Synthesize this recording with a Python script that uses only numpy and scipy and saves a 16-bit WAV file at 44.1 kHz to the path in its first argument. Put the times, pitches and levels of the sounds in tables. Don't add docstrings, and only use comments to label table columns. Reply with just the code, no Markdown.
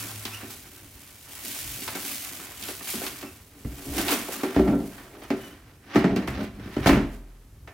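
import sys
import numpy as np
from scipy import signal
from scipy.fft import rfft, irfft, next_fast_len
from scipy.io import wavfile
from scipy.ndimage import uniform_filter1d

SR = 44100
rng = np.random.default_rng(int(sys.argv[2]) if len(sys.argv) > 2 else 0)


def unload_audio(sound):
    columns = np.transpose(np.atleast_2d(sound))
    steps = np.round(np.clip(columns, -1, 1) * 32767)
    wavfile.write(sys.argv[1], SR, steps.astype(np.int16))


def gain_from_decibels(decibels):
    exponent = np.asarray(decibels, float) / 20
    return 10 ** exponent


N = 340893
TIME_S = np.arange(N) / SR
CONTROL_S = np.arange(0, N / SR, .001)
SHARP_S, SHUDDER_S, SHUDDER_DB = .002, 0.19, -23

# time in seconds, fine paper and sleeve rustle in dB, coarse scrape in dB.
HAND_WORK = [(0.0, -37.5, -45), (0.16, -44, -53), (0.38, -45.5, -48.5), (0.53, -45.5, -54.5),
             (0.65, -52, -57.5), (1.19, -52, -60), (1.52, -36.5, -50.5), (1.99, -41, -49.5),
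             (2.07, -34.5, -45.5), (2.47, -45, -52.5), (2.83, -84, -78), (3.1, -52, -45.5),
             (3.31, -88, -61), (3.48, -64.5, -66), (3.86, -44, -54), (4.29, -43, -50), (4.76, -54, -54.5),
             (4.96, -52.5, -52), (5.19, -63, -58), (5.68, -70, -62), (6.53, -72, -66), (7.22, -84.5, -65),
             (7.73, -69.5, -79.5)]
# peak in seconds, rise and fall by 20 dB in seconds,
# fine rustle in dB, coarse scrape in dB.
HAND_SWEEPS = [(2.68, 0.29, 0.25, -37.5, -46.5), (2.89, 0.11, 0.43, -32.5, -47),
               (3.06, 0.21, 0.069, -42.5, -41.5), (3.979, 0.096, 0.28, -33, -36),
               (4.119, 0.092, 0.12, -27, -29), (4.329, 0.054, 0.13, -37, -37), (4.56, 0.58, 0.27, -59, -44),
               (5.24, 0.079, .05, -52, -50), (5.45, 0.33, 0.17, -52, -49.5), (5.942, 0.075, 0.35, -65, -38),
               (6.35, 0.045, 0.16, -82, -40), (6.443, .1, 0.041, -52, -44), (6.85, 0.34, 0.13, -53, -41),
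               (6.92, .15, 0.086, -59, -44), (7.15, 0.2, 0.066, -56.5, -55.5)]
# time in seconds, tick in dB, rustle of the jolted paper in dB.
EDGE_TICKS = [(0.253, -25.5, -42.5), (0.502, -44, -43), (1.821, -35, -50), (1.878, -28, -59),
              (1.952, -37, -39), (2.626, -32, -42), (2.637, -41, -48), (2.736, -39, -48), (2.684, -35, -42),
              (2.872, -40, -35), (2.939, -41, -36), (3.066, -27.5, -40), (3.212, -39, -59),
              (3.228, -43.5, -58), (3.981, -26, -47), (4.007, -31, -50), (4.083, -21, -45),
              (4.12, -25, -43), (4.433, -36, -42), (5.304, -34, -56), (5.946, -41, -52), (5.957, -49, -44),
              (6.042, -51, -56), (6.162, -29.5, -49), (6.275, -38, -45.5), (6.858, -36, -38),
              (6.871, -18, -31), (6.892, -39, -48.5), (7.674, -63, -71)]
# time in seconds, blow in dB, pitch near the struck spot in Hz, clack in dB.
BIN_KNOCKS = [(0.253, -37.5, 264, -36.5), (0.411, -49, 161, -44), (0.43, -35.5, 263, -57),
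              (0.502, -64, 417, -47), (1.819, -41, 240, -48), (1.878, -40.5, 597, -35),
              (1.952, -34, 282, -34), (2.396, -40.5, 275, -43.5), (2.685, -36, 444, -39),
              (2.807, -41, 269, -43), (2.872, -50, 199, -42), (2.938, -29, 243, -41),
              (3.016, -29, 296, -42), (3.065, -48, 258, -37.5), (3.209, -54, 291, -49),
              (3.228, -32, 296, -42.5), (3.648, -33, 254, -50), (3.887, -54, 270, -71),
              (3.981, -42, 336, -32), (4.084, -29, 293, -31), (4.122, -22, 303, -34),
              (4.285, -31.5, 470, -59), (4.434, -20, 310, -29.5), (4.563, -12, 286, -32),
              (4.594, -13.5, 312, -55), (4.677, -13, 192, -35.5), (4.981, -57, 388, -43.5),
              (5.304, -17.5, 257, -31.5), (5.948, -27.5, 302, -33), (5.957, -9.5, 245, -23),
              (6.042, -10.5, 232, -29.5), (6.102, -20.5, 240, -60), (6.163, -15, 187, -32),
              (6.223, -32, 207, -41.5), (6.277, -26.5, 228, -30.5), (6.596, -35.5, 204, -48),
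              (6.651, -35, 196, -67), (6.766, -18.5, 225, -36.5), (6.797, -32, 253, -53),
              (6.86, -10.5, 224, -20), (6.871, -17.5, 690, -25.5), (6.892, -12, 282, -24.5),
              (6.93, -13.5, 215, -34), (6.97, -17.5, 240, -39.5), (7.675, -48, 427, -42.5)]
# peak in seconds, rise and fall by 20 dB in seconds,
# rubbing on the bin in dB, its pitch in Hz, shaking of the table in dB.
WEIGHT_DRAGS = [(0.01, .4, -50, 236, -57), (1.98, 0.4, -51.5, 274, -59), (3.8, 0.27, -52, 273, -61),
                (4.03, 0.25, -39, 285, -56), (4.691, 0.1, -22, 239, -44), (5.18, 0.29, -52.5, 383, -60),
                (5.42, 0.11, -47, 258, -70), (6.13, 0.1, -33, 257, -36), (6.33, 0.26, -34, 216, -40.5),
                (6.63, 0.18, -40.5, 211, -50), (1.72, 0.31, -74, 258, -59)]
# frequency in Hz, density in dB per Hz.
PAPER_COLOUR = [(880, -62), (1500, -4), (1640, -7), (2250, 2), (3660, 0), (4120, -0.5), (13100, 1.5),
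                (16000, -1)]


def unit(x):
    return x / np.sqrt(np.mean(x ** 2))


def colour(x, points):
    hz, db = np.transpose(points)
    size = next_fast_len(N)
    log_hz = np.log(np.fft.rfftfreq(size, 1 / SR) + 1)
    gain = gain_from_decibels(np.interp(log_hz, np.log(hz), db, left=-90, right=-90))
    return irfft(rfft(x, size) * unit(gain), size)[..., :N]


def walk(rate):
    hold = int(SR / rate)
    steps = np.repeat(rng.standard_normal(N // hold + 1), hold)
    return unit(uniform_filter1d(uniform_filter1d(steps, hold), hold)[:N])


def fading(kicks, fade_s):
    return signal.lfilter([1], [1, -np.exp(-1 / (fade_s * SR))], kicks)


def crackle(per_s, spread_db, grain_s):
    sizes = gain_from_decibels(spread_db * np.minimum(rng.exponential(size=N), 5.5))
    swarm = fading((rng.random(N) < per_s / SR) * sizes, grain_s)
    return unit(np.sqrt(swarm) * rng.standard_normal((2, N)))


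def bursts(starts, db, fade_s, points):
    kicks = np.zeros(N)
    kicks[starts] = gain_from_decibels(db)
    return colour(fading(kicks, fade_s) * rng.standard_normal((2, N)), points)


def curve(s, db):
    return gain_from_decibels(np.interp(CONTROL_S, s, db))[None] ** 2


def swells(s, rise, fall, db):
    late = CONTROL_S - np.asarray(s)[:, None]
    far = np.where(late < 0, -late / np.reshape(rise, (-1, 1)), late / np.reshape(fall, (-1, 1)))
    return gain_from_decibels(np.reshape(db, (-1, 1)) - 20 * far) ** 2


def blend(powers, hz=1.):
    total = powers.sum(axis=0)
    log_hz = (powers * np.log(np.reshape(hz, (-1, 1)))).sum(axis=0) / total
    level_db = np.interp(TIME_S, CONTROL_S, 10 * np.log10(total))
    return level_db, np.interp(TIME_S, CONTROL_S, np.exp(log_hz))


def mode(x, hz, t60):
    r, w = np.exp(-np.log(1000) / (t60 * SR)), 2 * np.pi * hz / SR
    return signal.lfilter([0, r * np.sin(w)], [1, -2 * r * np.cos(w), r * r], x)


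def ring(modes, starts, blows, rub, scatter_db, reach_db):
    out = 0
    chance = rng.random((len(starts), len(modes), 3))
    for k, (hz, db, t60) in enumerate(modes):
        blow, steady = (gain_from_decibels(db + level_db - reach_db * np.abs(np.log2(hz / spot_hz)))
                        for level_db, spot_hz in (blows, rub))
        push = steady * rng.standard_normal(N) / np.sqrt(t60 * SR / 4 / np.log(1000))
        late = np.minimum(starts + (chance[:, k, 0] * SR / hz).astype(int), N - 1)
        strength = gain_from_decibels(scatter_db * (2 * chance[:, k, 1] - 1.5))
        push[late] += blow * strength * np.sign(chance[:, k, 2] - .5)
        out = out + mode(push, hz, t60)
    return out


def fine_paper():
    s, hand_db, _ = np.transpose(HAND_WORK)
    sweep_s, rise, fall, sweep_db, _ = np.transpose(HAND_SWEEPS)
    tick_s, _, jolt_db = np.transpose(EDGE_TICKS)
    jolts = swells(tick_s, SHARP_S, 0.087, jolt_db)
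    level_db, _ = blend(np.vstack([curve(s, hand_db), swells(sweep_s, rise, fall, sweep_db), jolts]))
    grains = crackle(per_s=2200, spread_db=4.9, grain_s=.0015)
    return gain_from_decibels(level_db + 0.47 * walk(29.87)) * colour(grains, PAPER_COLOUR)


def scrape_power():
    s, _, hand_db = np.transpose(HAND_WORK)
    sweep_s, rise, fall, _, sweep_db = np.transpose(HAND_SWEEPS)
    return np.vstack([curve(s, hand_db), swells(sweep_s, rise, fall, sweep_db)]).sum(axis=0)[None]


def coarse_scrape(power):
    # frequency in Hz, density in dB per Hz.
    scrape_colour = [(200, -70.5), (400, -4.5), (800, 1), (1400, 2), (2200, -0.5), (3500, -7),
                     (6000, -13.5), (9000, -42), (14000, -81)]
    grains = crackle(per_s=900, spread_db=3.1, grain_s=0.0022)
    return gain_from_decibels(blend(power)[0] + 2.15 * walk(35)) * colour(grains, scrape_colour)


def bin_walls(power):
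    # frequency in Hz, level in dB, 60 dB decay in seconds.
    bin_modes = [(167.6, -8.5, 0.17), (186.4, -6, 0.18), (203.3, -1.5, 0.23), (220, -3, 0.14),
                 (239.2, -2.5, 0.21), (258, -11.5, 0.27), (280.5, 2, 0.12), (301.2, -5.5, 0.14),
                 (336, 0.5, 0.06), (379, -1.5, 0.21), (415, 0, 0.14), (475.3, -2, 0.08), (541.7, 1, 0.09),
                 (600.3, 2, 0.1), (666.3, 4, 0.09), (714.4, 5, 0.05), (790, 1, 0.07), (844, 2, 0.09),
                 (924, 2, 0.08), (1058, 1, 0.06), (1200, 2, 0.06), (1354, 6, .07), (1495, 4, .07),
                 (1830, 6, 0.05), (2120, 3, 0.06)]
    s, blow_db, spot_hz, _ = np.transpose(BIN_KNOCKS)
    drag_s, drag_len, drag_db, drag_hz, _ = np.transpose(WEIGHT_DRAGS)
    scrape_db, scrape_hz = -9.5, 262
    rubbing = np.vstack([power * gain_from_decibels(scrape_db) ** 2,
                         swells(drag_s, drag_len, drag_len, drag_db),
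                         swells(s, SHARP_S, SHUDDER_S, blow_db + SHUDDER_DB)])
    rub_db, rub_hz = blend(rubbing, np.r_[scrape_hz, drag_hz, spot_hz])
    rub = rub_db + 3.9 * walk(40), rub_hz
    walls = ring(bin_modes, (s * SR).astype(int), (blow_db, spot_hz), rub, scatter_db=4.0, reach_db=13)
    return signal.sosfilt(signal.butter(4, 150, "high", fs=SR, output="sos"), walls)


def table_top():
    # frequency in Hz, level in dB, 60 dB decay in seconds.
    table_modes = [(40.8, 3, 1.57), (62.7, 6, 0.53), (70, 5.5, 0.059), (88, 5, 0.06), (105, -1.5, 0.2),
                   (129.8, 8, 0.27), (163, -29, 0.26)]
    # time in seconds, level in dB, pitch in Hz.
    thumps = [(3.23, -51, 110), (3.647, -32.5, 92), (3.884, -31.5, 80), (4.562, -29, 98), (4.594, -29, 70),
              (4.676, -35, 115), (5.303, -43.5, 120), (5.957, -27, 112), (6.102, -36, 105),
              (6.282, -32.5, 103), (6.767, -32, 108), (6.797, -32, 108), (6.859, -23, 109),
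              (6.892, -24.5, 52), (6.942, -27.5, 126)]
    s, thump_db, thump_hz = np.transpose(thumps)
    drag_s, drag_len, _, _, shake_db = np.transpose(WEIGHT_DRAGS)
    idle_db, idle_hz, drag_hz = -65, 88, 105.4
    shaking = np.vstack([np.full((1, len(CONTROL_S)), gain_from_decibels(idle_db) ** 2),
                         swells(drag_s, drag_len, drag_len, shake_db),
                         swells(s, SHARP_S, SHUDDER_S, thump_db + SHUDDER_DB)])
    load_db, load_hz = blend(shaking, np.r_[idle_hz, np.full_like(drag_s, drag_hz), thump_hz])
    load = load_db + 3.3 * walk(10), load_hz
    return ring(table_modes, (s * SR).astype(int), (thump_db, thump_hz), load, scatter_db=1.0, reach_db=15.4)


def clacks():
    # frequency in Hz, density in dB per Hz.
    clack_colour = [(200, -81.5), (450, -15.5), (700, 0.5), (1400, 1), (2200, -1), (3500, -13),
                    (6000, -19.5), (9000, -29.5), (14000, -80)]
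    s, _, _, clack_db = np.transpose(BIN_KNOCKS)
    starts = (s * SR).astype(int)
    return bursts(starts, clack_db, 0.014, clack_colour) + bursts(starts, clack_db - 5.5, 0.042, clack_colour)


def edge_ticks():
    # frequency in Hz, density in dB per Hz.
    tick_colour = [(1000, -51.5), (1900, 13), (2500, 27), (4500, 25), (8000, 11), (12000, -1),
                   (16000, -37.5)]
    s, tick_db, _ = np.transpose(EDGE_TICKS)
    starts = (s * SR).astype(int)
    snaps = np.zeros(N)
    snaps[starts] = gain_from_decibels(tick_db + 9)
    noise = bursts(starts, tick_db, .0015, tick_colour) + bursts(starts, tick_db - 7.5, 0.016, tick_colour)
    return noise + colour(snaps, PAPER_COLOUR)


def squeaks():
    # start in seconds, length in seconds, start pitch in Hz, end pitch in Hz,
    # level in dB, roughness from 0 to 1.
    glove_squeaks = [(0.305, .085, 2450, 2800, -43, .8), (3.248, .05, 2580, 2520, -48, .1),
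                     (3.75, .06, 2950, 2950, -58, .2), (5.235, .055, 3100, 2450, -56, .7),
                     (5.395, .105, 2890, 2820, -51, .1), (5.51, .025, 2950, 2900, -54, .1)]
    out, waver, flutter = np.zeros(N), walk(300), walk(121)
    for s, length, from_hz, to_hz, db, rough in glove_squeaks:
        span = slice(int(s * SR), int((s + length) * SR))
        u = (TIME_S[span] - s) / length
        arch = 0.0482 * np.sin(np.pi * u)
        hz = (from_hz + (to_hz - from_hz) * u) * (1 + arch + 0.059 * rough * waver[span])
        phase = 2 * np.pi * np.cumsum(hz) / SR
        tone = np.sin(phase) + 0.3 * np.sin(phase / 2) + .3 * np.sin(2 * phase)
        level = gain_from_decibels(db + 5.5 * rough * flutter[span])
        out[span] += level * np.sqrt(np.abs(np.sin(np.pi * u))) * tone
    return out


def hum():
    end_s, hz, db = 0.543, 106, -44.5
    level = gain_from_decibels(db + 2.2 * walk(13.0)) * np.clip((end_s - TIME_S) / 0.073, 0, 1)
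    return level * np.sin(2 * np.pi * np.cumsum(hz + 2.7 * walk(6.4)) / SR)


def room(x):
    t60_s, level_db, top_hz = 0.43, -7, 5900
    t = np.arange(int(.7 * SR)) / SR
    decay = np.exp(-np.log(1000) * t / t60_s) * np.minimum(t / 0.0052, 1)
    tail = unit(rng.standard_normal((2, len(t))) * decay) / np.sqrt(len(t))
    x = signal.lfilter(*signal.butter(1, top_hz, fs=SR), x)
    return gain_from_decibels(level_db) * signal.fftconvolve(x[None], tail, axes=1)[:, :N]


def hush():
    # frequency in Hz, density in dB per Hz.
    hush_colour = [(41, -27), (70, -19), (101, 4.5), (155, -5), (300, -6), (430, -10), (600, -17),
                   (3190, -27.5), (13600, -27), (16000, -38)]
    return gain_from_decibels(-57.5) * colour(rng.standard_normal((2, N)), hush_colour)


def ports(mid, other):
    side = signal.lfilter(*signal.butter(1, 1500, "high", fs=SR), gain_from_decibels(-4) * other)
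    side -= .15 * signal.lfilter(*signal.butter(1, (900, 4000), "band", fs=SR), mid)
    return np.array([mid + side, mid - side])


def scene():
    power = scrape_power()
    near = fine_paper() + coarse_scrape(power) + clacks() + edge_ticks()
    near[0] += bin_walls(power) + table_top() + squeaks() + hum()
    mid, other = near + room(near[0]) + hush()
    return ports(mid, other)


def top_cut(x):
    return signal.sosfilt(signal.butter(12, 17060, fs=SR, output="sos"), x)


def record(dry):
    mix = signal.sosfilt(signal.butter(2, 27, "high", fs=SR, output="sos"), dry)
    mix = np.tanh(1.1 * mix) / 1.1
    return top_cut(mix)


dry = scene()
out = record(dry)
unload_audio(out)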